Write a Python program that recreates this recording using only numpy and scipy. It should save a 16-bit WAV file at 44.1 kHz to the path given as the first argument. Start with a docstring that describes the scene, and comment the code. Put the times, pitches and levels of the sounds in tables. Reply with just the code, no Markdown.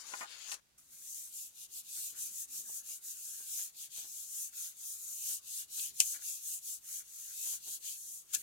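"""Paper smoothed by hand on a craft table

A loose sheet is slid into place, buckles and is let go; then a palm rubs it flat, back and forth.
Friction is a dense train of random slips: it hisses, rasps, scuffs and rumbles as each stroke gains and loses speed.
Buckles, edge snaps, the tap of the landing hand and jolts set damped modes of the sheet and the table ringing.
Two microphone ports of unlike colour receive the sound in a small room with quiet noise and hum."""
import sys
import numpy as np
from scipy import signal
from scipy.fft import rfft, irfft, next_fast_len
from scipy.io import wavfile

SR = 44100
rng = np.random.default_rng(int(sys.argv[2]) if len(sys.argv) > 2 else 0)


def to_wav(sig):
    """Store sig (one row per channel, or 1-D mono) as 16-bit WAV at the path in sys.argv[1].

    Samples outside -1..1 are clipped; the rate is SR.
    """
    pcm = np.clip(np.atleast_2d(sig), -1, 1) * 32767
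    pcm = np.round(pcm).astype(np.int16)
    wavfile.write(sys.argv[1], SR, pcm.T)  # frames by channels


N = 371322
TIME = np.arange(N) / SR
SIZE = next_fast_len(N + SR // 4)  # padded transform length
FREQS = np.maximum(np.arange(SIZE // 2 + 1) * SR / SIZE, 1)
# lower edges of the friction bands
SCUFF_HZ, RASP_HZ, COARSE_HZ, HISS_HZ = 1200, 2300, 3500, 5200
HAND_DOWN_S = 0.78  # the hand lands
SHEET_RESTS_S = 0.61  # the loose sheet lies still from here on

# strokes of the palm: fastest_s, speeding_up_s, slowing_down_s, and relative hiss_db, rasp_db, scuff_db
PALM_STROKES = [(0.787, 0.012, 0.051, -59.5, -86, -82), (0.947, 0.082, 0.37, -53.5, -69, -76.5),
                (1.159, 0.23, 0.25, -44.0, -63.5, -80.5), (1.391, 0.11, 0.15, -42.5, -59.5, -88),
                (1.638, 0.14, 0.046, -48.5, -58, -87), (1.783, 0.109, 0.054, -43.5, -55.5, -85),
                (2.029, 0.24, 0.15, -39.5, -54, -76.5), (2.223, 0.098, 0.13, -39, -55, -73.5),
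                (2.414, 0.17, 0.061, -40, -61.5, -74.5), (2.58, 0.13, 0.079, -40.5, -57.5, -76.5),
                (2.766, 0.2, 0.077, -40.5, -60.5, -72), (2.926, 0.13, 0.089, -42, -59, -69),
                (3.104, 0.11, 0.057, -41.5, -58.5, -88), (3.31, 0.37, 0.33, -44, -61, -73),
                (3.59, 0.19, 0.14, -37, -54, -71.5), (3.828, 0.107, 0.071, -45, -54.5, -75.5),
                (3.986, 0.11, 0.1, -42.5, -52, -76.5), (4.213, 0.33, 0.1, -44, -59.5, -80.0),
                (4.418, 0.22, 0.11, -38.5, -59.5, -73.5), (4.615, 0.12, 0.15, -40, -56.5, -69.5),
                (4.9, 0.19, 0.12, -41.5, -60, -75.5), (5.136, 0.31, 0.22, -42.5, -61, -73.5),
                (5.322, 0.2, 0.095, -36, -53.5, -77), (5.585, 0.194, 0.089, -39.5, -52.5, -76.5),
                (5.821, 0.16, 0.12, -37, -50, -73.0), (6.106, 0.21, 0.11, -37.0, -53, -76),
                (6.292, 0.129, 0.16, -39, -53.5, -76), (6.527, 0.175, 0.1, -38.0, -57.5, -76.5),
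                (6.706, 0.12, 0.11, -39.5, -57.0, -79.5), (6.964, 0.177, 0.088, -40.5, -58, -71),
                (7.262, 0.31, 0.191, -46.0, -62, -74), (7.514, 0.28, 0.098, -37.0, -53.0, -70.5),
                (7.741, 0.18, 0.059, -40.5, -53.5, -77.5), (7.887, 0.096, 0.11, -40.5, -51.5, -73.5),
                (8.149, 0.49, 0.11, -45.5, -64, -88), (8.388, 0.14, 0.074, -46, -59.5, -70.5)]
# relative hiss_db, rasp_db, scuff_db as the hand turns round, never quite stopping
TURN_DB = (-64, -76, -95)
# the hand brushes past the sheet's edge: peak_s, hiss_db, length_s
EDGE_BRUSHES = [(6.022, -38, 0.027), (8.335, -44, 0.0075), (8.35, -32.5, 0.012)]
# spectrum of skin on paper: frequency_hz, density_db (per Hz)
SKIN_COLOUR = [(2000, -34), (2350, -16), (2750, -12.5), (3400, -11.5), (4400, -11), (5400, -11), (6100, -5),
               (6700, -1.5), (7700, -4.5), (9000, -6), (11000, -6.5), (13600, -7.5), (15700, -13)]
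# spectrum of the low dragging sounds: frequency_hz, density_db (per Hz)
LOW_DRAG_COLOUR = [(40, -37), (70, -4), (100, -7.5), (145, -8), (220, -8), (330, -8), (500, -12.5),
                   (800, -26), (1150, -10), (1600, -3.5), (2000, -6.5), (2400, -2)]


def rubbing(hiss_gain_db=0.14, fine_gain_db=-1.5, coarse_gain_db=-7.5, bite=0.13):
    """Stick-slip friction: a faster palm makes louder and denser slips; each turn nearly stops the hiss."""
    hiss_db, rasp_db, scuff_db = stroke_levels(PALM_STROKES, TURN_DB)
    slips_per_s = 32000 * from_db(0.5 * (hiss_db - hiss_db.mean()))
    skin = from_db(over_hz(SKIN_COLOUR))
    drag = from_db(over_hz(LOW_DRAG_COLOUR))

    hiss = friction(skin * above(HISS_HZ), slips_per_s, uneven_db=0.35)
    hiss = from_db(hiss_db + hiss_gain_db) * hiss

    fine_band = above(COARSE_HZ) * below(HISS_HZ)
    fine = from_db(fine_gain_db) * friction(skin * fine_band, slips_per_s / 2, uneven_db=0.37)
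    # a heavier hand bites deeper, which brings out the lower part of the rasp
    coarse_db = coarse_gain_db + bite * (scuff_db - scuff_db.mean())
    coarse_band = above(RASP_HZ, order=4) * below(COARSE_HZ)
    coarse = from_db(coarse_db) * friction(skin * coarse_band, slips_per_s / 2, uneven_db=1.0)
    rasp = from_db(rasp_db) * (fine + shifting(coarse, depth_db=4.5))

    scuff_band = above(SCUFF_HZ) * below(RASP_HZ)
    scuff = from_db(scuff_db) * friction(drag * scuff_band, 1800, uneven_db=1.0)
    rumble = from_db(rumble_level()) * friction(drag * below(SCUFF_HZ), 2500, uneven_db=1.5)

    brush = swells(EDGE_BRUSHES) * friction(skin * above(RASP_HZ), 6800, uneven_db=3.5)
    brush = brush * from_db([[1.5], [-2.5]])  # left, right
    palm = shifting(hiss + rasp, depth_db=2.5) + shifting(scuff + rumble, depth_db=9.0)
    return palm * hand_down() + brush


# exponents of speed in the amplitude of the treble, middle and low parts of a stroke [no unit]
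FRICTION_EXPONENTS = (2.09, 1.36, 0.98)


def stroke_levels(rows, rest_db):
    """Speed-dependent friction: speed follows a cosine, and each band's amplitude is a power of it."""
    s, rise, fall, *peaks_db = np.transpose(rows)[..., None]
    ticks = TIME[::32]
    progress = (ticks - s) / np.maximum(np.where(ticks < s, rise, fall), 1e-3)
    speed = np.cos(np.pi / 2 * np.clip(progress, -1, 1))
    levels = []
    for db, exponent, rest in zip(peaks_db, FRICTION_EXPONENTS, rest_db):
        power = np.sum((from_db(db) * speed ** exponent) ** 2, axis=0) + from_db(rest) ** 2
        levels.append(np.interp(TIME, ticks, 10 * np.log10(power + 1e-20)))
    return levels


# the table's rumble, which grows as the hand leans on it: time_s, level_db
TABLE_RUMBLE = [(0.78, -82), (1.1, -88), (1.85, -87), (2.15, -76), (2.45, -79.5), (2.62, -71.5),
                (2.85, -87), (3.6, -87.5), (4.4, -89.5), (5.35, -77.5), (5.65, -83), (6.1, -81), (6.4, -92),
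                (7.3, -88), (7.6, -78), (8.1, -93), (8.42, -72)]


def rumble_level():
    """Load-dependent friction: the rumble level in dB, interpolated in time."""
    s, db = np.transpose(TABLE_RUMBLE)
    return np.interp(TIME, s, db)


def hand_down(fade_s=0.0036):
    """Contact onset: a short ramp from zero to one as the hand lands."""
    return np.clip((TIME - HAND_DOWN_S) / fade_s + 1, 0, 1)


# pushes of the loose sheet: fastest_s, speeding_up_s, slowing_down_s, and relative hiss_db, rasp_db, flutter_db
SHEET_PUSHES = [(0.005, .03, 0.04, -49.5, -60, -61.5), (0.095, .11, 0.075, -48, -56.5, -61),
                (0.205, 0.16, 0.084, -46, -56.5, -57), (0.33, .1, 0.15, -54, -52.5, -63),
                (0.44, 0.08, 0.09, -50.5, -52, -75.5), (0.525, 0.089, 0.049, -41.5, -57, -58.5),
                (0.565, 0.019, 0.064, -63, -70, -69)]
# spectrum of the sliding sheet: frequency_hz, density_db (per Hz)
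SLIDING_COLOUR = [(150, -43), (250, -13.5), (798, -8.5), (870, -7), (1030, -4.5), (1680, -3.5),
                  (2380, -10.5), (4510, -8), (5360, -14), (6840, -9.5), (8130, -17), (10200, -18),
                  (15700, -28.5)]


def sliding(settle_s=0.013):
    """Sliding friction of a free sheet: undamped by the hand, it sounds fuller."""
    hiss_db, rasp_db, flutter_db = stroke_levels(SHEET_PUSHES, [-np.inf] * 3)
    colour = from_db(over_hz(SLIDING_COLOUR))
    rasp_band = above(RASP_HZ) * below(HISS_HZ)
    hiss = from_db(hiss_db) * friction(colour * above(HISS_HZ), 8000, uneven_db=0.7)
    rasp = from_db(rasp_db) * friction(colour * rasp_band, 6000, uneven_db=1.1)
    flutter = from_db(flutter_db) * friction(colour * below(RASP_HZ), 6000, uneven_db=0.8)
    moving = np.clip((SHEET_RESTS_S - TIME) / settle_s, 0, 1)
    balance = from_db([[0.8], [-2.6]])  # left, right
    return shifting(hiss + rasp + flutter, depth_db=3.5) * moving * balance


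# the bowed sheet buckles: start_s, force_db, rattle_t60_s
SHEET_BUCKLES = [(0.1365, -28.5, 0.026), (0.209, -31, 0.1), (0.229, -34.5, 0.073), (0.517, -39.5, 0.073)]
# modes of the buckling sheet: pitch_hz, relative level_db, t60_s
BUCKLING_MODES = [(267, -27, 0.066), (404, -46, .06), (648, -14, 0.073), (696, -6.5, 0.03),
                  (819, -9, 0.093), (900, -12.5, 0.073), (1020, -8, 0.09), (1213, -3.5, 0.071),
                  (1240, -4, 0.06), (1430, -3, 0.067), (1840, -3.5, 0.045), (2130, 0.5, 0.021),
                  (2400, -5, 0.019), (2485, -11, 0.063), (2880, -5, 0.019)]


def buckling(pop_db=2.5, modes_db=-8.5, scatter_db=-23):
    """Snap-through buckling: the sheet pops and rattles in its modes; so thin, it radiates little bass."""
    force = sum(from_db(db) * blow(s, scatter_db, t60) for s, db, t60 in SHEET_BUCKLES)
    pop = from_db(pop_db) * ring(force, 870, 0.0012)
    rattle = from_db(modes_db) * ringing(force, BUCKLING_MODES)
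    bass_cut = signal.butter(2, 330, "high", fs=SR, output="sos")
    return from_left(signal.sosfilt(bass_cut, pop + rattle), shade_db=0.5)


# the sheet's edge snaps; the faint one at 0.784 s is the tap of the hand landing:
# start_s, force_db, low_modes_db (extra force on the low modes)
SNAPS_AND_TAP = [(0.5167, -22, 9.5), (0.521, -16, 0), (0.542, -19, 1.5), (0.784, -39, -21),
                 (5.796, -33.5, 19), (6.0004, -7.5, -7), (6.003, 5.5, -2.5), (8.3495, -9, -23),
                 (8.352, -17.5, 4)]
# modes of the snapping edge: pitch_hz, relative level_db, t60_s
SNAPPING_MODES = [(2420, -23.5, 0.0057), (2715, -23, 0.016), (3140, -21.5, 0.005), (4420, -13.5, 0.0021),
                  (5970, -6.5, 0.0012), (7250, -5.5, 0.0027), (7740, -7, 0.002), (9020, -8.5, 0.0022),
                  (12800, -16.5, 0.0012)]


def snapping(scatter_db=-26.5, tail_t60_s=0.074):
    """Elastic release: the edge flicks free with a crack, scattered by the table top; the hand's tap rings alike."""
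    forces = [from_db(db) * blow(s, scatter_db, tail_t60_s) for s, db, _ in SNAPS_AND_TAP]
    deep = sum(force * from_db(low_db) for force, (_, _, low_db) in zip(forces, SNAPS_AND_TAP))
    crack = ringing(sum(forces), [mode for mode in SNAPPING_MODES if mode[0] > HISS_HZ])
    body = ringing(deep, [mode for mode in SNAPPING_MODES if mode[0] <= HISS_HZ])
    bass_cut = signal.butter(4, 1700, "high", fs=SR, output="sos")
    return from_left(signal.sosfilt(bass_cut, crack + body), shade_db=0.0)


# the hand catches and jolts the sheet: peak_s, relative thud_db, relative crinkle_db, length_s
HAND_JOLTS = [(1.978, -68.5, -61, 0.017), (2.16, -79, -64, 0.025), (2.582, -89, -81, .06),
              (2.694, -61.5, -78, 0.011), (2.907, -74, -72, 0.014), (3.405, -72.5, -70, 0.016),
              (3.595, -72, -62.5, 0.021), (3.981, -68, -69, 0.02), (4.049, -70, -71, 0.031),
              (4.532, -93, -64, .007), (5.311, -76, -66.5, 0.026), (5.624, -78, -68.5, 0.012),
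              (5.794, -69.5, -72, 0.017), (6.004, -55.5, -79, 0.0075), (6.152, -71, -54.5, 0.016),
              (6.191, -77, -62, 0.0062), (6.222, -73.5, -60.5, 0.011), (7.01, -85, -64, 0.017),
              (7.468, -64.5, -62, 0.016), (7.533, -67, -67, 0.016), (7.679, -65.5, -71, 0.015),
              (8.345, -62, -47, 0.012)]
# modes of the covered table: pitch_hz, relative level_db, t60_s
COVERED_TABLE_MODES = [(75.4, -16.5, 0.13), (142, -9, 0.094), (250, -3.5, 0.042), (307, -4, 0.067),
                       (445, -5, 0.066), (629, -3.5, 0.063), (781, -1.5, 0.066), (872, 1, 0.033),
                       (1079, -2.5, 0.064)]
# modes of the sheet crinkling under the hand: pitch_hz, relative level_db, t60_s
CRINKLING_MODES = [(1160, -20, 0.032), (1452, -4.5, 0.036), (1693, -6.5, 0.057), (1930, -2.5, 0.013),
                   (2320, -4, 0.023)]


def jolting(thud_db=-32.0, crinkle_db=-26.5):
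    """Modal excitation: a soft knock and an uneven shudder thud in the table; the shudder crinkles the sheet."""
    shudder = friction(below(3900), 2200, uneven_db=1.0)
    knocks = bumps()
    for s, db, _, _ in HAND_JOLTS:
        knocks[round(s * SR)] = from_db(db)
    thud_swell = swells([(s, db, length) for s, db, _, length in HAND_JOLTS])
    crinkle_swell = swells([(s, db, length) for s, _, db, length in HAND_JOLTS])
    thud = ringing(knocks + from_db(thud_db) * shudder * thud_swell, COVERED_TABLE_MODES)
    crinkle = ringing(from_db(crinkle_db) * shudder * crinkle_swell, CRINKLING_MODES)
    return from_left(thud, shade_db=-2.5) + crinkle


def bumps(per_s=7, over_rumble_db=-3, spread_db=3):
    """Random impacts: the fingers knock lightly by chance, harder when the hand leans on the table."""
    sizes = from_db(rumble_level() + over_rumble_db + spread_db * rng.standard_normal(N))
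    return sizes * (rng.random(N) < per_s / SR) * hand_down()


def friction(gain, slips_per_s, uneven_db):
    """Stick-slip noise: countless tiny slips over paper fibres, their level wavering with the grip."""
    chance = np.clip(slips_per_s / SR, 1e-3, 1)
    happens = rng.random((2, N)) < chance
    slips = happens * rng.standard_normal((2, N)) / np.sqrt(chance)  # equal power at any density
    return at_ports(slips, gain) * from_db(uneven_db * drift(21))


def shifting(x, depth_db, width_hz=130, hold_s=0.046):
    """Random spectral gain: narrow patches of the sound swell and fade by chance; their height is capped."""
    hz, s, frames = signal.stft(x, SR, nperseg=1024)
    patches = rng.standard_normal(frames.shape[1:])
    # smooth the chance along frequency, then along time
    for axis, span in enumerate([width_hz / hz[1], hold_s / s[1]]):
        keep = np.exp(-2 / span)
        patches = signal.filtfilt([1 - keep], [1, -keep], patches, axis=axis, padtype="even")
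    gains = rms_one(from_db(depth_db * np.minimum(rms_one(patches), 1)))
    return signal.istft(frames * gains, SR)[1][:, :N]


def swells(rows):
    """Transient envelopes: Gaussian rise and exponential fall, from rows of peak_s, level_db, length_s."""
    total = 0
    for s, db, length in rows:
        age = (TIME - s) / length
        total = total + from_db(db) * np.exp(-np.minimum(np.where(age < 0, age ** 2, age), 50))
    return total


def blow(s, scatter_db, t60):
    """Impulsive force: a unit click at both ports; dying scatter follows a millisecond later."""
    force, start = np.zeros((2, N)), round(s * SR)
    age = TIME[:min(SR // 4, N - start)]
    scatter = from_db(scatter_db - 60 * age / t60) * rng.standard_normal((2, len(age)))
    force[:, start:start + len(age)] = scatter * (age > 0.001)
    force[:, start] = 1
    return force


def ring(force, hz, t60):
    """Damped resonance: a unit click sets a decaying sine of height 1 ringing."""
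    radius = from_db(-60 / (t60 * SR))
    w = 2 * np.pi * hz / SR
    return signal.lfilter([0, np.sin(w)], [1, -2 * radius * np.cos(w), radius ** 2], force + 1e-18)


def ringing(force, modes):
    """Modal superposition: a force sets all the modes of a body ringing, with alternating signs."""
    return sum(from_db(db) * ring(force, hz, t60) * (-1) ** k for k, (hz, db, t60) in enumerate(modes))


def from_left(pair, shade_db, lag_s=0.00026):
    """Propagation delay: a sound on the left reaches the right port later, its level changed by shade_db."""
    return np.array([pair[0], from_db(shade_db) * np.roll(pair[1], round(lag_s * SR))])


# likeness of the two ports: frequency_hz, correlation (no unit)
PORT_LIKENESS = [(60, 0.52), (130, 0.27), (600, 0.091), (1400, 0.076), (3000, 0.01)]


def at_ports(pair, gain):
    """Spatial coherence: two unrelated signals are coloured and mixed, more alike in the long waves. 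Unit power."""
    alike = np.clip(over_hz(PORT_LIKENESS), -1, 1)
    mid, side = shaped(pair, gain * np.sqrt([1 + alike, 1 - alike]))
    return rms_one(np.array([mid + side, mid - side]))


def from_db(db):
    """Logarithmic level: decibels to amplitude gain."""
    return 10 ** (np.asarray(db) / 20)


def rms_one(x):
    """Power normalisation: scale to unit mean square."""
    return x / np.sqrt(np.mean(x ** 2) + 1e-20)


def over_hz(points):
    """Logarithmic frequency scale: read a table between its points along it."""
    hz, value = np.transpose(points)
    return np.interp(np.log(FREQS), np.log(hz), value)


def shaped(x, gain):
    """Linear filtering: multiply the spectrum by a gain per frequency."""
    return irfft(rfft(x, SIZE) * gain, SIZE)[..., :N]


def below(hz, order=8):
    """Butterworth low-pass magnitude."""
    return 1 / np.sqrt(1 + (FREQS / hz) ** (2 * order))


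def above(hz, order=8):
    """Butterworth high-pass magnitude, the complement in power of below."""
    return 1 / np.sqrt(1 + (hz / FREQS) ** (2 * order))


def drift(rate_hz):
    """Band-limited chance: slow noise with spread 1."""
    return rms_one(shaped(rng.standard_normal(N), below(rate_hz, order=2)))


def room(x, wet_db=-18.0, t60=0.09):
    """Diffuse reverberation: brief decaying reflections, different at each port."""
    age = TIME[:SR // 3]
    tail = rng.standard_normal((2, len(age))) * from_db(-60 * age / t60) * (age > 0.004)
    tail /= np.sqrt(np.sum(tail ** 2, axis=1, keepdims=True))  # unit energy at each port
    return x + from_db(wet_db) * signal.fftconvolve(x, tail, axes=1)[:, :N]


# spectrum of the room noise: frequency_hz, density_db (per Hz)
AIR_COLOUR = [(20, -5), (35, -30), (48, 0.5), (65, 3.5), (90, -4.5), (140, 1.5), (220, -3.5), (450, -8),
              (2200, -8.5), (6000, -6.5), (15700, -14)]


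def background(air_db=-72.5, hum_db=-90.0):
    """Stationary noise floor: coloured room noise and a 60 Hz trace of mains hum."""
    air = from_db(air_db) * at_ports(rng.standard_normal((2, N)), from_db(over_hz(AIR_COLOUR)))
    return air + from_db(hum_db) * np.sin(2 * np.pi * 60 * TIME)


# colour difference of the ports: frequency_hz, left_minus_right_db
PORT_COLOURS = [(200, -1.5), (1300, 1.5), (2400, 3.5), (4400, 5.5), (5500, 9.5), (6500, 12), (8000, 5.5),
                (9300, 0), (11500, -6), (13500, -1.5), (15700, -11)]


def scene():
    """Superposition: paper sounds take each port's colour, and the background lies under them."""
    paper = rubbing() + sliding() + room(buckling() + snapping() + jolting())
    lean = from_db(over_hz(PORT_COLOURS)) ** 2  # power ratio, left to right
    port_powers = 2 * np.array([lean, np.ones_like(lean)]) / (1 + lean)
    return shaped(paper, np.sqrt(port_powers)) + background()


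def record(dry, cutoff_hz=15900):
    """Band limiting: peaks are clipped at full scale, then the top is cut steeply."""
    return shaped(np.clip(dry, -1, 1), below(cutoff_hz, order=150))


dry = scene()
out = record(dry)
to_wav(out)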